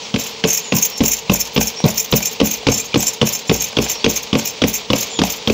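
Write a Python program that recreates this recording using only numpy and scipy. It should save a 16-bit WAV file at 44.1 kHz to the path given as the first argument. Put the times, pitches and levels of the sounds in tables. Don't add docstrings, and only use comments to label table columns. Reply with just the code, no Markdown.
import sys
import numpy as np
from scipy import signal
from scipy.fft import rfft, irfft, next_fast_len
from scipy.io import wavfile
from scipy.ndimage import uniform_filter1d, minimum_filter1d, map_coordinates

SR = 44100
rng = np.random.default_rng(int(sys.argv[2]) if len(sys.argv) > 2 else 0)


def bounce(signal):
    frames = np.transpose(np.atleast_2d(signal))
    limited = np.clip(frames, -1, 1)
    pcm = np.round(limited * 32767).astype(np.int16)
    wavfile.write(sys.argv[1], SR, pcm)


N = 243873



def amp(db):
    return 10 ** (np.asarray(db) / 20)


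def unit(x):
    return x / np.sqrt(np.mean(x ** 2) + 1e-20)


def along(points, hz):
    f, v = np.transpose(points)
    return np.interp(np.log(hz + 1), np.log(f + 1), v)


def add(track, s, sound):
    start = max(0, round(s * SR))
    part = sound[:max(0, N - start)]
    track[start:start + len(part)] += part


def filtered(x, response):
    m = next_fast_len(N + SR // 2)
    spectrum = rfft(x, m) * response(np.fft.rfftfreq(m, 1 / SR))
    return irfft(spectrum, m)[:N]


def coloured(x, spectrum, size=4096):
    cepstrum = irfft(np.log(amp(along(spectrum, np.fft.rfftfreq(size, 1 / SR)))))
    cepstrum[1:size // 2] *= 2
    cepstrum[size // 2 + 1:] = 0
    impulse = irfft(np.exp(rfft(cepstrum)))
    return signal.fftconvolve(x, impulse / np.linalg.norm(impulse))[:N]


def grains(spread_db, size=N):
    strengths = amp(spread_db * rng.standard_normal(size // 16 + 1))
    return unit(rng.standard_normal(size) * np.repeat(strengths, 16)[:size])


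def wobble(rate, size):
    knots = rng.standard_normal(int(size * rate / SR) + 4)
    return map_coordinates(knots, [np.arange(size) * rate / SR])


def fade(t, attack, t60):
    return (1 - np.exp(-t / attack)) * amp(-60 * t / t60)


# frequency_hz, t60_s
KITCHEN_DECAY = [(80, 0.48), (400, 0.2), (2000, 0.43), (7000, 0.073), (15000, 0.13)]


def kitchen(x, count=20):
    wet = np.zeros(N)
    for part in np.array_split(np.arange(N), count):
        hz, t, z = signal.stft(rng.standard_normal(SR // 2), SR, nperseg=256)
        decay = amp(-60 * t / along(KITCHEN_DECAY, hz)[:, None])
        tail = signal.istft(z * decay, SR, nperseg=256)[1]
        echo = signal.fftconvolve(x[part], tail / np.linalg.norm(tail))
        add(wet, part[0] / SR + .006, echo)
    return wet


# frequency_hz, level_db
AMBIENCE_SPECTRUM = [(18, -40), (30, -20), (215, 0.5), (374, -13), (449, 5), (666, -11), (913, 1),
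                     (1430, -21), (2540, -14), (6380, -16.5), (7270, -29), (8300, -57), (13000, -71),
                     (14800, -38), (16000, -12)]


def ambience():
    return amp(-36) * coloured(rng.standard_normal(N), AMBIENCE_SPECTRUM)


def hum(hz=445, width_hz=22):
    band = filtered(rng.standard_normal(N), lambda f: 1 / (1 + ((f - hz) / width_hz) ** 2))
    return amp(-43.5) * unit(band)


SLIDE_DELAY_S, SLIDE_RISE_S, SLIDE_HOLD_S, SLIDE_FALL_S = 0.042, 0.019, 0.075, 0.21
REST_DB = -40
PAT_PERIOD_S = .28
# time_s, level_db
SLIDE_LEVEL = [(0, -34), (.5, -37.5), (1.5, -38), (2.6, -36.5), (3.05, -36.5), (4.1, -33.5), (4.7, -37),
               (5.1, -32), (5.5, -36)]


def sliding():
    t = np.arange(N) / SR
    starts = [PATS[0][0] - PAT_PERIOD_S] + [s for s, *_ in PATS]
    corners = np.cumsum([SLIDE_DELAY_S, SLIDE_RISE_S, SLIDE_HOLD_S, SLIDE_FALL_S])
    speed = sum(np.interp(t - s, corners, [0, 1, 1, 0]) for s in starts)
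    slide_gain = amp(np.interp(t, *np.transpose(SLIDE_LEVEL)))
    return np.hypot(amp(REST_DB), speed * slide_gain)


# frequency_hz, level_db
FLOUR_SPECTRUM = [(150, -17), (450, 3.5), (700, 1.5), (1050, -0.5), (1600, -6.5), (2400, 3.5), (3400, 5),
                  (5000, 2), (6800, -1.5), (8300, -17), (15000, -51)]


def flour(unevenness_db=1.4):
    uneven_db = unevenness_db * wobble(70, N)
    grit = grains(spread_db=2.5)
    return coloured(sliding() * amp(uneven_db + 4.5) * grit, FLOUR_SPECTRUM)


# start_s, length_s, start_hz, end_hz, level_db
WHISTLES = [(0.018, 0.052, 6240, 4570, -22.5), (0.602, 0.18, 7120, 6370, -19.5),
            (0.875, 0.15, 5560, 5410, -20), (1.755, 0.064, 5500, 5700, -14.5),
            (3.913, 0.073, 5820, 5400, -18.5), (3.972, .07, 4270, 4780, -24),
            (5.088, 0.12, 7300, 6700, -17.5), (5.128, 0.07, 3220, 4100, -21)]


def birds():
    out = np.zeros(N)
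    for s, length, start_hz, end_hz, db in WHISTLES:
        u = np.linspace(0, 1, round(length * SR))
        glide = start_hz + (end_hz - start_hz) * u ** 1.4
        pitch = glide + 110 * wobble(400, len(u))
        loudness = amp(db - 9.5 + 1.7 * wobble(94, len(u))) * np.sin(np.pi * u)
        add(out, s, loudness * np.sin(2 * np.pi * np.cumsum(pitch) / SR))
    return out + amp(-4) * kitchen(out)


PALM_SMACK_HZ, SMACK_SCATTER = 2643, 0.033
FINGER_KNOCK_DB = -13.5
# start_s, finger_smack_db, finger_thud_db, finger_thud_hz,
# palm_lag_s, palm_smack_db, palm_thud_db, palm_thud_hz, palm_knock_db
PATS = [(.1408, -10, -13, 192, 0.019, -9, -28, 198, -22),
        (0.4387, -2.5, -15.5, 184, 0.011, -12, -15, 174, -8),
        (.7219, -4.5, -12.5, 218, 0.014, -22, -11.5, 175, -29),
        (1.0053, -7, -7.5, 243, 0.031, -12, -19.5, 210, -19),
        (1.296, -4, -9, 161, 0.022, -13.5, -21, 210, -15.5),
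        (1.5618, -3.5, -18.5, 225, 0.014, -5, -10.5, 159, -15.5),
        (1.84, -4.5, -8.5, 205, 0.011, -21, -10, 145, -20),
        (2.1244, -1, -12.5, 183, 0.012, -8.5, -12.5, 153, -11),
        (2.4006, -3, -26, 187, 0.013, -8, -7.5, 281, -6),
        (2.6679, 0, -12, 276, 0.017, -1.5, -10.5, 212, -6.5),
        (2.9422, -3, -21, 165, 0.015, -8, -10.5, 297, -13),
        (3.2141, 3.5, -10.5, 175, 0.012, -18, -13, 300, -9.5),
        (3.4951, 0, -11.5, 175, 0.018, -7.5, -14.5, 245, -5.5),
        (3.7681, -4, -17, 300, .018, -4.5, -10.5, 257, -5),
        (4.0427, 5, -16.5, 208, 0.02, -4.5, -10, 248, -3.5),
        (4.3292, -2.5, -11, 214, .023, -6, -13.5, 250, -12.5),
        (4.6179, -2, -15, 276, 0.02, -2, -12, 281, -12.5),
        (4.902, -2.5, -11.5, 239, 0.03, 0.5, -12.5, 306, -8.5),
        (5.1893, -2, -13, 347, 0.027, -4.5, -13.5, 212, -14.5),
        (5.474, 0, -13.5, 240, .0244, -4, -12, 286, -6)]
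# time_s, pitch_hz
FINGER_SMACK = [(.14, 3400), (.44, 2450), (1.3, 2700), (1.84, 3770), (2.4, 3010), (2.9, 3254), (5.5, 3360)]


def contacts():
    rows = []
    for s, smack_db, thud_db, hz, lag, palm_smack_db, palm_thud_db, palm_hz, knock_db in PATS:
        finger, palm = 1 + SMACK_SCATTER * rng.standard_normal(2)
        finger_hz = np.interp(s, *np.transpose(FINGER_SMACK))
        rows.append((s, smack_db, thud_db, hz, smack_db + FINGER_KNOCK_DB, finger_hz * finger))
        rows.append((s + lag, palm_smack_db, palm_thud_db, palm_hz, knock_db, PALM_SMACK_HZ * palm))
    return rows


# frequency_hz, level_db, t60_s
PAN_MODES = [(58.8, -18, 0.31), (103.3, -10, 0.12), (133, -9.5, 0.14), (182.7, -11, 0.21),
             (219.2, -6.5, 0.21), (272.6, -6, 0.13), (350, -20, 0.23), (428.7, -17.5, 0.13),
             (509, -14.5, 0.087), (579, -19.5, 0.28), (729, -24.5, 0.16), (950, -26, 0.043),
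             (1078, -18.5, 0.081)]


def thuds(touches, knock_hz=450, bass_growth_db_per_s=0.1):
    out, t = np.zeros(N), np.arange(SR // 2) / SR
    for s, _, db, hz, knock_db, _ in touches:
        pitch = hz * (1 + 0.31 * (np.exp(-t / 0.0089) - .5))
        dough = np.sin(2 * np.pi * np.cumsum(pitch) / SR) * fade(t, 0.0013, 0.055)
        pan = np.zeros(len(t))
        for mode_hz, mode_db, t60 in PAN_MODES:
            weight_db = bass_growth_db_per_s * (s - 2.5) * (mode_hz < 200)
            cycles = mode_hz * (1 + rng.normal(0, .012)) * t + rng.random()
            strength = amp(mode_db + weight_db + rng.normal(0, 0.94))
            pan += strength * fade(t, 0.00092, t60) * np.sin(2 * np.pi * cycles)
        add(out, s, amp(db + 8.5) * dough + amp(db + 5) * pan)
        hollow_hz = knock_hz * (1 + rng.normal(0, 0.067))
        hollow = np.sin(2 * np.pi * hollow_hz * t) * fade(t, 0.0012, 0.029)
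        add(out, s + 0.002053, amp(knock_db + 12.0) * hollow)
    return out + amp(-16.5) * kitchen(out)


# frequency_hz, level_db
SMACK_SPECTRUM = [(150, -18), (500, -4.5), (1050, 4), (1800, -8), (2400, 0.5), (3200, 2.5), (4200, -3),
                  (5400, -2), (7000, -12), (8500, -27.5), (15000, -37)]


def smacks(touches):
    force, pops, t = np.zeros(N), np.zeros(N), np.arange(SR // 10) / SR
    for s, db, _, _, _, hz in touches:
        add(force, s, amp(db - 4.5) * fade(t, 0.0015, 0.038))
        phase = 2 * np.pi * hz * t + 1.24 * wobble(1125, len(t))
        add(pops, s, amp(db + 6.5) * fade(t, 0.0013, 0.011) * np.sin(phase))
    out = coloured(force * grains(spread_db=2), SMACK_SPECTRUM) + pops
    return out + amp(-18) * kitchen(out)


ROCK_DELAY_S, ROCK_LATER_S_PER_S, ROCK_DB = .046, 0.00303, -18
# start_s, level_db
STRAY_TAPS = [(.798, -19), (1.088, -22), (1.611, -10.5), (1.802, -17.5), (1.878, -9.5), (2.204, -14.5),
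              (2.629, -21), (3.03, -16), (3.728, -20), (3.864, -15), (4.393, -15.5), (5.236, -9)]


def taps():
    rocks = []
    for s, *_ in PATS:
        delay = ROCK_DELAY_S + ROCK_LATER_S_PER_S * s + rng.normal(0, 0.0021)
        rocks.append((s + delay, ROCK_DB + rng.normal(0, 1)))
    return STRAY_TAPS + rocks


# frequency_hz, level_db
SCUFF_SPECTRUM = [(150, -24), (400, -1.5), (600, 3), (780, 5.5), (1050, -1), (1300, -18), (1550, -2),
                  (1800, -14), (2400, -1), (3500, -10), (6000, -9), (9000, -21.5), (15000, -41)]


def scuffs(touches, life=0.13):
    force, t = np.zeros(N), np.arange(SR // 4) / SR
    for s, _, db, _, _, _ in touches:
        add(force, s, amp(db - 12) * fade(t, 0.0099, life))
    for s, db in taps():
        add(force, s, amp(db - 1.0) * fade(t, 0.00051, 0.025))
    out = coloured(force * grains(spread_db=4.0), SCUFF_SPECTRUM)
    return out + amp(-11.5) * kitchen(out)


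CLASH_JITTER_S, CLASH_SCATTER_DB = .002, 1.5
SETTLE_FROM_S, SETTLE_TO_S, SETTLE_DB = .015, .07, -16.5


def jingle(s, length, db, upper_db, run, count=2):
    rows = []
    for place, step_db, upper_step_db in run:
        late, strong, bright = rng.standard_normal(3)
        rows.append((s + place * length + CLASH_JITTER_S * late,
                     db + step_db + CLASH_SCATTER_DB * strong,
                     upper_db + upper_step_db + CLASH_SCATTER_DB * bright))
    delays = SETTLE_FROM_S + (SETTLE_TO_S - SETTLE_FROM_S) * rng.random(count)
    return rows + [(s + delay, db + SETTLE_DB, upper_db + SETTLE_DB) for delay in delays]


# middle_s, length_s, level_db, upper_db
STOPS = [(0.202, 0.011, -11, -20), (0.492, 0.015, -4, -13.5), (0.773, 0.017, -4.5, -9.5),
         (1.063, 0.023, -4, -10.5), (1.346, 0.022, -7, -9.5), (1.618, 0.012, -7, -13),
         (1.889, 0.022, -11.5, -16), (2.166, 0.0092, -10, -12.5), (2.461, 0.013, -9, -10),
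         (2.726, 0.023, -5, -18), (3.007, 0.026, -5, -15), (3.278, 0.019, -8.5, -13),
         (3.548, 0.02, -9, -17.5), (3.83, 0.016, -8.5, -20.5), (4.103, 0.011, -6, -17),
         (4.389, 0.01, -11, -24), (4.686, 0.013, -10.5, -16.5), (4.967, 0.026, -12.5, -17),
         (5.257, 0.017, -12, -19), (5.51, 0.024, -18, -24)]
# middle_s, length_s, level_db, upper_db
SHOVES = [(0.253, 0.033, -19, -22), (0.563, 0.037, -3, -17.5), (0.84, 0.031, -4, -11),
          (1.126, 0.013, -4.5, -15.5), (1.405, 0.013, -6, -18), (1.674, 0.012, -9.5, -19.5),
          (1.985, 0.024, -4, -13.5), (2.261, 0.021, -5.5, -16.5), (2.522, 0.033, -8.5, -16.5),
          (2.79, 0.026, -6.5, -20.5), (3.076, 0.019, -4.5, -16), (3.339, 0.022, -6.5, -20.5),
          (3.633, 0.024, -7, -20), (3.905, 0.026, -7, -13.5), (4.164, 0.015, -8, -16),
          (4.46, 0.022, -7.5, -18), (4.746, 0.02, -5, -15.5), (5.017, 0.027, -10, -20.5),
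          (5.311, 0.021, -14, -18.5)]
# start_s, level_db, upper_db
CLINKS = [(.53, -11, -16), (0.977, -16, -30), (1.107, -13, -32), (1.545, -34, -23.5), (2.1133, -22, -22),
          (2.166, -12, -7), (2.2256, -9.5, -26), (3.475, -18.5, -51), (3.6044, -12, -35)]
# place (in jingle lengths from its middle), level_db, upper_db
STOP_RUN = [(-1.3, -11, -12.5), (-.4, -4, -5), (0.57, -5, -6.5)]
# place (in jingle lengths from its middle), level_db, upper_db
SHOVE_RUN = [(-.4, -2, -3), (.35, -3, -7)]


def clashes():
    stops = [clash for row in STOPS for clash in jingle(*row, STOP_RUN)]
    shoves = [clash for row in SHOVES for clash in jingle(*row, SHOVE_RUN)]
    return stops + shoves + CLINKS


# frequency_hz, level_db, t60_s
GLASS_MODES = [(2424, -13, 0.044), (5424, -2, 0.024), (6100, -29, .05), (6210, -6, 0.044),
               (6378, -1, 0.035), (6490, 0, 0.047), (7130, -7, 0.06), (7210, 0.5, 0.07), (7260, -16, 0.068),
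               (10540, -11, 0.054), (11910, -14, 0.11), (11960, -14, 0.15), (12900, -22, .06),
               (14500, -23, .1), (14600, 0, 0.027), (14960, -0.5, 0.017)]
# frequency_hz, level_db
TICK_SPECTRUM = [(1000, -63.5), (1900, -7.5), (2500, 3), (4600, -18), (5600, 7.5), (6500, 8.5), (7300, 7),
                 (8200, -22.5), (9800, -15), (12000, -7), (13200, 0), (14500, -1), (15500, -30),
                 (16200, -36)]


def bangles():
    out, t = np.zeros(N), np.arange(SR // 6) / SR
    lead = .03
    after = t - lead - .003
    core = np.exp(np.minimum(after / 0.0038, -after / 0.005))
    flurry = core + amp(-17) * np.exp(-np.abs(after) / 0.016)
    for s, db, upper_db in clashes():
        ring = np.zeros(len(t))
        for hz, mode_db, t60 in GLASS_MODES:
            strength_db, detune, phase = rng.normal(0, [4.5, .008, 3])
            level_db = (db if hz < 9000 else upper_db + 8.0) + mode_db + strength_db - 0.5
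            tone = np.sin(2 * np.pi * hz * (1 + detune) * t + phase)
            ring += amp(level_db - 60 * t / t60) * tone / np.sqrt(t60 * SR)
        ring *= amp(-60 * t / .2)
        strikes = flurry * grains(spread_db=5, size=len(t))
        strikes *= np.linalg.norm(flurry) / np.linalg.norm(strikes)
        add(out, s - lead, signal.fftconvolve(strikes, ring))
        ticks = flurry * grains(spread_db=2.5, size=len(t))
        add(out, s - lead, amp((db + upper_db) / 2 - 2.5) * coloured(ticks, TICK_SPECTRUM))
    return out + amp(-12) * kitchen(out)


TINK_DB, TINK_T60_S, TINK_SPREAD_S = -17, .05, .025


def tinks(count=5):
    out, t = np.zeros(N), np.arange(SR // 8) / SR
    for s, _, db, upper_db in list(STOPS) + list(SHOVES):
        for _ in range(count):
            hz = GLASS_MODES[rng.integers(len(GLASS_MODES))][0] * (1 + rng.normal(0, .025))
            level_db = (db if hz < 9000 else upper_db) + TINK_DB + rng.normal(0, 3)
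            note = fade(t, .0005, TINK_T60_S) * np.sin(2 * np.pi * hz * t)
            add(out, s + TINK_SPREAD_S * rng.standard_normal(), amp(level_db) * note)
    return out + amp(-12) * kitchen(out)


def scene():
    background = ambience() + hum() + birds()
    touches = contacts()
    hands = flour() + thuds(touches) + smacks(touches) + scuffs(touches) + bangles() + tinks()
    return (background + hands)[None]


def limited(x, ceiling_db, size=300):
    needed = np.minimum(1, amp(ceiling_db) / (np.abs(x) + 1e-9))
    held = minimum_filter1d(needed, size, origin=size // 3)
    return x * uniform_filter1d(held, size // 4)


TOP_HZ = 15700


def record(dry):
    high_pass = signal.butter(2, 40, "high", fs=SR, output="sos")
    sound = signal.sosfilt(high_pass, dry[0])
    sound = limited(sound, ceiling_db=-1)
    return filtered(sound, lambda hz: hz < TOP_HZ)[None]


dry = scene()
out = record(dry)
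bounce(out)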